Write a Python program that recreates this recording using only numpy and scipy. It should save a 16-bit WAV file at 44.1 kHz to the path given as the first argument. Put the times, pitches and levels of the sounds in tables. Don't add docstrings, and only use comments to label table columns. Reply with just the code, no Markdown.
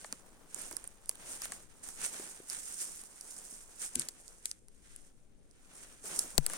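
import sys
import numpy as np
from scipy import signal
from scipy.fft import rfft, irfft, next_fast_len
from scipy.io import wavfile
from scipy.ndimage import uniform_filter1d

SR = 44100
rng = np.random.default_rng(int(sys.argv[2]) if len(sys.argv) > 2 else 0)


def transcribe(u):
    v = np.clip(np.atleast_2d(u).T, -1, 1)
    q = np.round(v * 32767).astype(np.int16)
    wavfile.write(sys.argv[1], SR, q)


N = 289888

# (frequency [Hz], relative level [dB])
AIR_TONE = [(7.1, -25), (12, 0.5), (70, -21.5), (85, -22.5), (222, -24), (439, -28), (796, -40.5),
            (999, -46.5), (10500, -56.5), (13600, -99), (22000, -120)]
# (time [s], level [dB], starting pitch [Hz], time for the ring to fall 60 dB [s])
HEEL_THUDS = [(0.128, -33.5, 400, 0.012), (0.712, -37, 490, 0.015), (0.733, -43.5, 343, 0.036),
              (2.151, -44, 600, 0.016), (2.197, -35, 376, 0.021), (2.401, -39, 374, 0.021),
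              (3.525, -48.5, 230, 0.031), (3.961, -39.5, 254, 0.15), (3.962, -46.5, 70, 0.12),
              (3.97, -49, 355, 0.28), (3.985, -47, 154, 0.15), (6.043, -41.5, 424, 0.036),
              (6.243, -38, 340, 0.019)]
# (shove level [dB], ring level [dB], settled pitch [Hz],
# time for the ring to fall 60 dB [s], right port relative to left [dB])
CASE_KNOCK = (-11, -22.5, 142, 0.1, -22)
# (time [s], body [dB], wood [dB], edge [dB], crack [dB], top [dB],
# left minus right [dB]); each level is the rms of that part's energy spread over 2 ms
TWIG_SNAPS = [(0.0443, -40, -50, -49, -52, -75.0, -3), (0.1252, -42.5, -42, -32.5, -34.5, -50, -8),
              (0.545, -55, -51, -37, -31, -52, -15.0), (0.618, -62, -60, -56, -38.5, -58, -10),
              (0.711, -43.5, -62, -47.5, -41, -48, -13), (0.727, -51, -56, -43, -43, -54, -11),
              (0.767, -47.5, -62, -36, -28.5, -54, -19), (0.841, -54.5, -68.0, -58.0, -41.5, -69, -6),
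              (0.8751, -67, -65, -58, -39, -65, -6), (1.058, -79, -64.0, -55, -50, -66.0, -6),
              (1.0927, -44, -42.0, -31, -24.5, -35, -3.5), (1.1122, -55, -53, -53, -50, -58, -2.5),
              (1.1543, -61, -54.5, -58, -48, -59.0, -4.0), (1.419, -44.5, -55, -37, -38, -45.0, -3.5),
              (1.4538, -42.5, -45, -45, -44, -42, -3.5), (1.5199, -40, -67, -39.5, -38, -52, -3),
              (1.888, -53, -54, -47, -39, -54, -9), (2.042, -44, -55, -42, -42, -54, -9),
              (2.0622, -45, -55, -43, -31, -48, -9), (2.4992, -55, -50.0, -33.5, -34, -58, -9),
              (2.548, -63, -55.0, -50, -38, -62.0, -10), (3.037, -58, -58, -52, -47, -60, -11),
              (3.21, -58, -61, -41.5, -39, -58, -10), (3.3648, -59, -69, -47, -51, -59.0, -14),
              (3.953, -57, -50, -46, -36, -52, 9), (3.9556, -53, -38.5, -31.5, -27, -42, 2),
              (3.9952, -63.0, -50, -36, -28.5, -48, 6), (4.0187, -68, -40.5, -40, -44, -54, -2.5),
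              (4.0861, -55, -44, -34.5, -35, -44, -2), (4.2793, -69, -87, -43, -47, -81, -25),
              (4.4559, -56, -37.5, -32, -30.5, -47, -1), (4.5131, -57, -46, -33.5, -37, -53, -5),
              (4.6833, -69, -64, -57, -54, -69, -6), (4.9615, -80.0, -61.5, -59, -44, -67, 7),
              (5.511, -76, -88.0, -59.0, -61, -87.0, -15), (6.1898, -54, -50, -35, -27, -44, 1),
              (6.1923, -46, -47, -24.5, -22, -44, -21), (6.3792, -32.5, -28, -21, -22, -27, 3),
              (6.4636, -40.5, -38, -32, -25, -32, -0.5), (6.4984, -40.5, -47, -54.0, -38, -52, -2),
              (6.5345, -41, -56, -50, -35, -53, -4)]
SNAP_BAND_EDGES = (500, 2000, 4500, 7500, 11000, 16000)
# (start [s], rise [s], hold [s], fall [s], needle crackle [dB],
# grass stems relative to crackle [dB], sole crunch relative to crackle [dB])
BOOT_PRESSES = [(0.0, 0.0059, 0.073, 0.3, -60.5, -12, -2.5), (0.491, 0.097, 0.0046, 0.3, -47.5, -6, -8.5),
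                (0.976, 0.12, 0.03, 0.073, -60.5, -16, -15), (1.127, 0.073, 0.099, 0.35, -63, 5, 3.5),
                (1.16, 0.18, .005, 0.057, -46, -11, -11.5), (1.353, 0.09, 0.0043, 0.056, -47, -2, -11),
                (1.356, 0.18, .005, 0.13, -55, -2.5, -4), (1.824, 0.013, 0.054, 0.11, -51, -9, -9),
                (1.916, 0.13, .005, 0.077, -41, -7, -12), (1.999, 0.14, 0.072, 0.38, -48, -5.5, -8.5),
                (2.458, 0.053, 0.0085, 0.26, -45, -6.5, -18), (2.497, 0.16, 0.33, 0.14, -51, -9.5, -14.5),
                (2.701, 0.11, 0.0048, 0.071, -40, -13.5, -24),
                (2.917, 0.35, 0.19, 0.91, -53.5, -11.5, -13.5),
                (3.787, 0.034, 0.031, 0.046, -39.5, -9, -18), (3.856, 0.15, 0.0041, 0.11, -47, -4.5, -13),
                (3.957, 0.24, 0.16, 0.31, -63, -12.5, -9.5),
                (4.408, 0.057, 0.0044, 0.099, -53.5, -6.5, -34),
                (4.657, 0.26, 0.007, 0.22, -65, -1.5, -10.5), (5.505, 0.32, .005, 0.34, -58, -2.5, -3),
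                (6.01, 0.048, 0.14, 0.33, -47, -8, -10.5), (6.052, 0.09, 0.025, 0.1, -48.5, -10, -5.5),
                (6.444, 0.05, .2, .2, -48, -6, -5.5)]
# (time [s], needle crackle [dB], grass stems [dB], sole crunch [dB])
LITTER_SETTLING = [(0.0, -61.5, -63, -71.5), (0.35, -73.5, -73.5, -66.5), (1.0, -81, -71.5, -69),
                   (1.7, -68, -70.5, -68), (4.3, -83, -70.5, -71), (4.601, -86, -89, -88),
                   (5.05, -70, -80, -75), (5.352, -91.5, -85, -84.5), (5.55, -84, -90, -83),
                   (6.57, -77, -58, -61)]
# (time [s], left minus right [dB], needle tips relative to crackle [dB])
CRACKLE_PLACE = [(0.0, -7, -20), (0.84, -9, -14), (1.3, -5.5, -15), (1.77, -8, -17.5), (3.81, -7.5, -16),
                 (4.209, -6.5, -34), (5.6, -6.5, -23), (6.31, -7, -14), (6.57, -5, -17)]
# (frequency [Hz], relative level [dB])
NEEDLE_TONE = [(2000, -28), (4000, -19.5), (5500, -8), (7000, -4), (9000, -5), (10800, -11.5),
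               (12000, -15.5), (16000, -33.5)]
STEM_TONE = [(700, -19), (1500, 2), (2200, 1), (3200, -1.5), (5000, -6), (6500, -2.5), (9000, -34.5)]
SOLE_TONE = [(60, -45.5), (170, -1), (350, -0.5), (800, -3), (1400, -6.5), (2500, -23.5)]
# (frequency [Hz], left minus right [dB])
PORT_TONE = [(60, 5.5), (200, 7.5), (700, 5), (1290, 2.5), (2380, 8.5), (8120, 3), (15000, 5.5)]

AIR_DB = -62
KNOCK_S = 6.382
RIGHT_LAG, LEFT_LAG = -12, 8
SNAP_SIDE_DB = -3.2
CRACK = 2
TAIL_DB, TAIL_S, SPLINTERS_PER_S = -21, 0.005, 300
NEEDLE_BREAK_S, STEM_BREAK_S, SOLE_BREAK_S = 0.005, 0.007, 0.016
BED, LARGEST_DB = 0.55, 9
SURGE_DB = 2.2
TICKS_PER_S, TICK_DB = 24, 6
PORT_HZ, PORT_WIDTH_HZ, PORT_DB = 8960, 900, 3.5
TOP_HZ = 16500


def undb(db):
    return 10 ** (np.asarray(db) / 20)


def unit(x):
    return x / np.sqrt(np.mean(x ** 2))


def colour(x, points):
    size = next_fast_len(x.shape[-1] + 4096)
    size += size % 2
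    hz, db = np.transpose(points)
    f = np.arange(size // 2 + 1) * SR / size
    log_gain = np.interp(np.log(f + 1), np.log(hz), db) * np.log(10) / 20
    cepstrum = irfft(log_gain, size)
    cepstrum[1:size // 2] *= 2
    cepstrum[size // 2 + 1:] = 0
    response = np.exp(rfft(cepstrum))
    return irfft(rfft(x, size) * response, size)[..., :x.shape[-1]]


def pair(likeness, count=N):
    c = np.clip(likeness, 0, 1)
    mid, side = rng.standard_normal((2, count))
    shared, opposed = np.sqrt(1 + c) * mid, np.sqrt(1 - c) * side
    return np.array([shared + opposed, shared - opposed]) / np.sqrt(2)


def band(x, lo_hz, hi_hz):
    return signal.sosfilt(signal.butter(3, [lo_hz, hi_hz], "bandpass", fs=SR, output="sos"), x)


def walk(rate):
    hold = int(SR / rate)
    steps = np.repeat(rng.standard_normal(N // hold + 1), hold)
    return uniform_filter1d(steps, hold)[:N]


def grains(per_s, t60, spread_db):
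    when, size = rng.random(N), rng.exponential(size=N)
    power = (when < per_s / SR) * undb(2 * np.minimum(size * spread_db, LARGEST_DB))
    fall = np.exp(-2 * np.log(1000) / (t60 * SR))
    env = signal.lfilter([1], [1, -fall ** 2], power)
    env = signal.lfilter([1], [1, -fall], env)
    local_mean = uniform_filter1d(env, size=SR // 4) + 1e-12
    return np.sqrt(BED + (1 - BED) * env / local_mean)


def add(out, s, x):
    i = int(s * SR)
    out[:, i:i + x.shape[1]] += x[:, :N - i]


def sides(pan_db):
    return undb(np.array([pan_db, -pan_db]) / 2)


def lagged(x, lag):
    return np.array([np.roll(x[0], max(lag, 0)), np.roll(x[1], max(-lag, 0))])


def air():
    swell = undb(2.0 * walk(3.96))
    return undb(AIR_DB) * unit(colour(pair(0.31) * swell, AIR_TONE))


def thuds():
    out, t = np.zeros((2, N)), np.arange(SR // 5) / SR
    onset = 1 - np.exp(-t / 0.0015)
    for s, db, hz, t60 in HEEL_THUDS:
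        ring = np.sin(2 * np.pi * hz * t * (1 - 0.4 * t))
        fall = np.exp(-np.log(1000) * t / t60)
        grind = undb(-5.0) * unit(band(pair(0.92, count=len(t)), 118, 610))
        add(out, s, undb(db) * onset * (ring * fall + grind * np.exp(-t / 0.0036)))
    return out


def knock():
    shove_db, ring_db, hz, t60, right_db = CASE_KNOCK
    out, t = np.zeros((2, N)), np.arange(SR // 4) / SR
    swing = np.exp(-t / 0.017) - 0.37 * np.exp(-t / 0.044)
    shove = (1 - np.exp(-t / 0.0042)) * swing
    turns = hz * t + 1.75 * (1 - np.exp(-t / 0.002))
    fall = np.exp(-np.log(1000) * t / t60)
    ring = np.cos(2 * np.pi * turns) * fall * (1 - np.exp(-t / 0.000053))
    blow = -(undb(shove_db) * shove + undb(ring_db) * ring)
    add(out, KNOCK_S, blow * undb([[0], [right_db]]))
    return out


def snaps():
    out, t = np.zeros((2, N)), np.arange(2048) / SR
    burst = (t / 0.0005) ** 2 * np.exp(2 - 2 * t / 0.0005)
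    late = (t / 0.001) ** 2 * np.exp(-t / 0.0012)
    for s, *levels_db, pan_db in TWIG_SNAPS:
        lag = RIGHT_LAG if pan_db > SNAP_SIDE_DB else LEFT_LAG
        fibres = pair(0.75, count=len(t))
        fibres[:, 22] += CRACK
        hits = 1.0 * (rng.random(len(t)) < SPLINTERS_PER_S / SR)
        splinters = uniform_filter1d(hits, size=40) * 80
        tail = undb(TAIL_DB) * (0.5 + splinters) * np.exp(-t / TAIL_S) * (t > 0.001)
        for k, db in enumerate(levels_db):
            shape = burst + tail if k else late
            part = band(shape * fibres, *SNAP_BAND_EDGES[k:k + 2]) * sides(pan_db)[:, None]
            part = lagged(part, lag if k else 0)
            rms = np.sqrt(np.sum(part ** 2) / 4 / (SR // 1000))
            add(out, s, undb(db) * part / rms)
    return out


def tread(t):
    s, *columns = np.transpose(LITTER_SETTLING)
    power = np.array([undb(2 * np.interp(t, s, c)) for c in columns])
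    for start, rise, hold, fall, db, stem_db, sole_db in BOOT_PRESSES:
        rising = np.minimum((t - start) / rise - 1, 0)
        falling = (start + rise + hold - t) / fall
        shape_db = 20 * np.minimum(rising, falling)
        layers_db = np.array([[0], [stem_db], [sole_db]])
        power = power + undb(2 * (db + shape_db)) * undb(2 * layers_db)
    return np.sqrt(power)


def ticks():
    out, t = np.zeros((2, N)), np.arange(256) / SR
    for when, pitch, size in rng.random((int(TICKS_PER_S * N / SR), 3)):
        hz = 7500 * 1.4 ** pitch
        puff = t * np.exp(-t / 0.00087) * pair(0.27, count=len(t))
        tick = band(puff, hz / 1.38, hz * 1.23)
        add(out, when * N / SR, undb(TICK_DB + 5 * size) * tick / abs(tick).max())
    return out


def litter():
    t = np.arange(N) / SR
    crackle, swish, crunch = tread(t)
    s, *columns = np.transpose(CRACKLE_PLACE)
    pan_db, tips_db = (np.interp(t, s, c) for c in columns)
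    fine = grains(700, NEEDLE_BREAK_S, 3.1)
    medium = grains(450, STEM_BREAK_S, 2.5)
    coarse = grains(150, SOLE_BREAK_S, 4.3)

    needles = unit(colour(fine * lagged(pair(0.12), LEFT_LAG), NEEDLE_TONE))
    tips = unit(band(np.sqrt(fine) * pair(0.076), 11500, 16000))
    tips = undb(tips_db + 2.1 * walk(69)) * tips
    stems = unit(colour((fine / 2 + medium) * lagged(pair(0.28), LEFT_LAG), STEM_TONE))
    sole = unit(colour((0.45 * medium + coarse) * pair(0.59), SOLE_TONE))

    bright = crackle * undb(SURGE_DB * walk(40)) * (needles + tips + ticks())
    bright = bright + swish * undb(SURGE_DB * walk(30)) * stems
    dull = crunch * undb(SURGE_DB * walk(25)) * sole
    return bright * sides(pan_db) + dull


def scene():
    return air() + thuds() + knock() + snaps() + litter()


def record(dry):
    left = colour(dry[0], [(hz, 0.5 * db) for hz, db in PORT_TONE])
    right = colour(dry[1], [(hz, -0.5 * db) for hz, db in PORT_TONE])
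    ports = np.array([left, right])
    ring = signal.lfilter(*signal.iirpeak(PORT_HZ, PORT_HZ / PORT_WIDTH_HZ, fs=SR), ports)
    top_cut = signal.ellip(10, 0.2, 75, TOP_HZ, fs=SR, output="sos")
    return signal.sosfilt(top_cut, ports + undb(PORT_DB) * ring)


dry = scene()
out = record(dry)
transcribe(out)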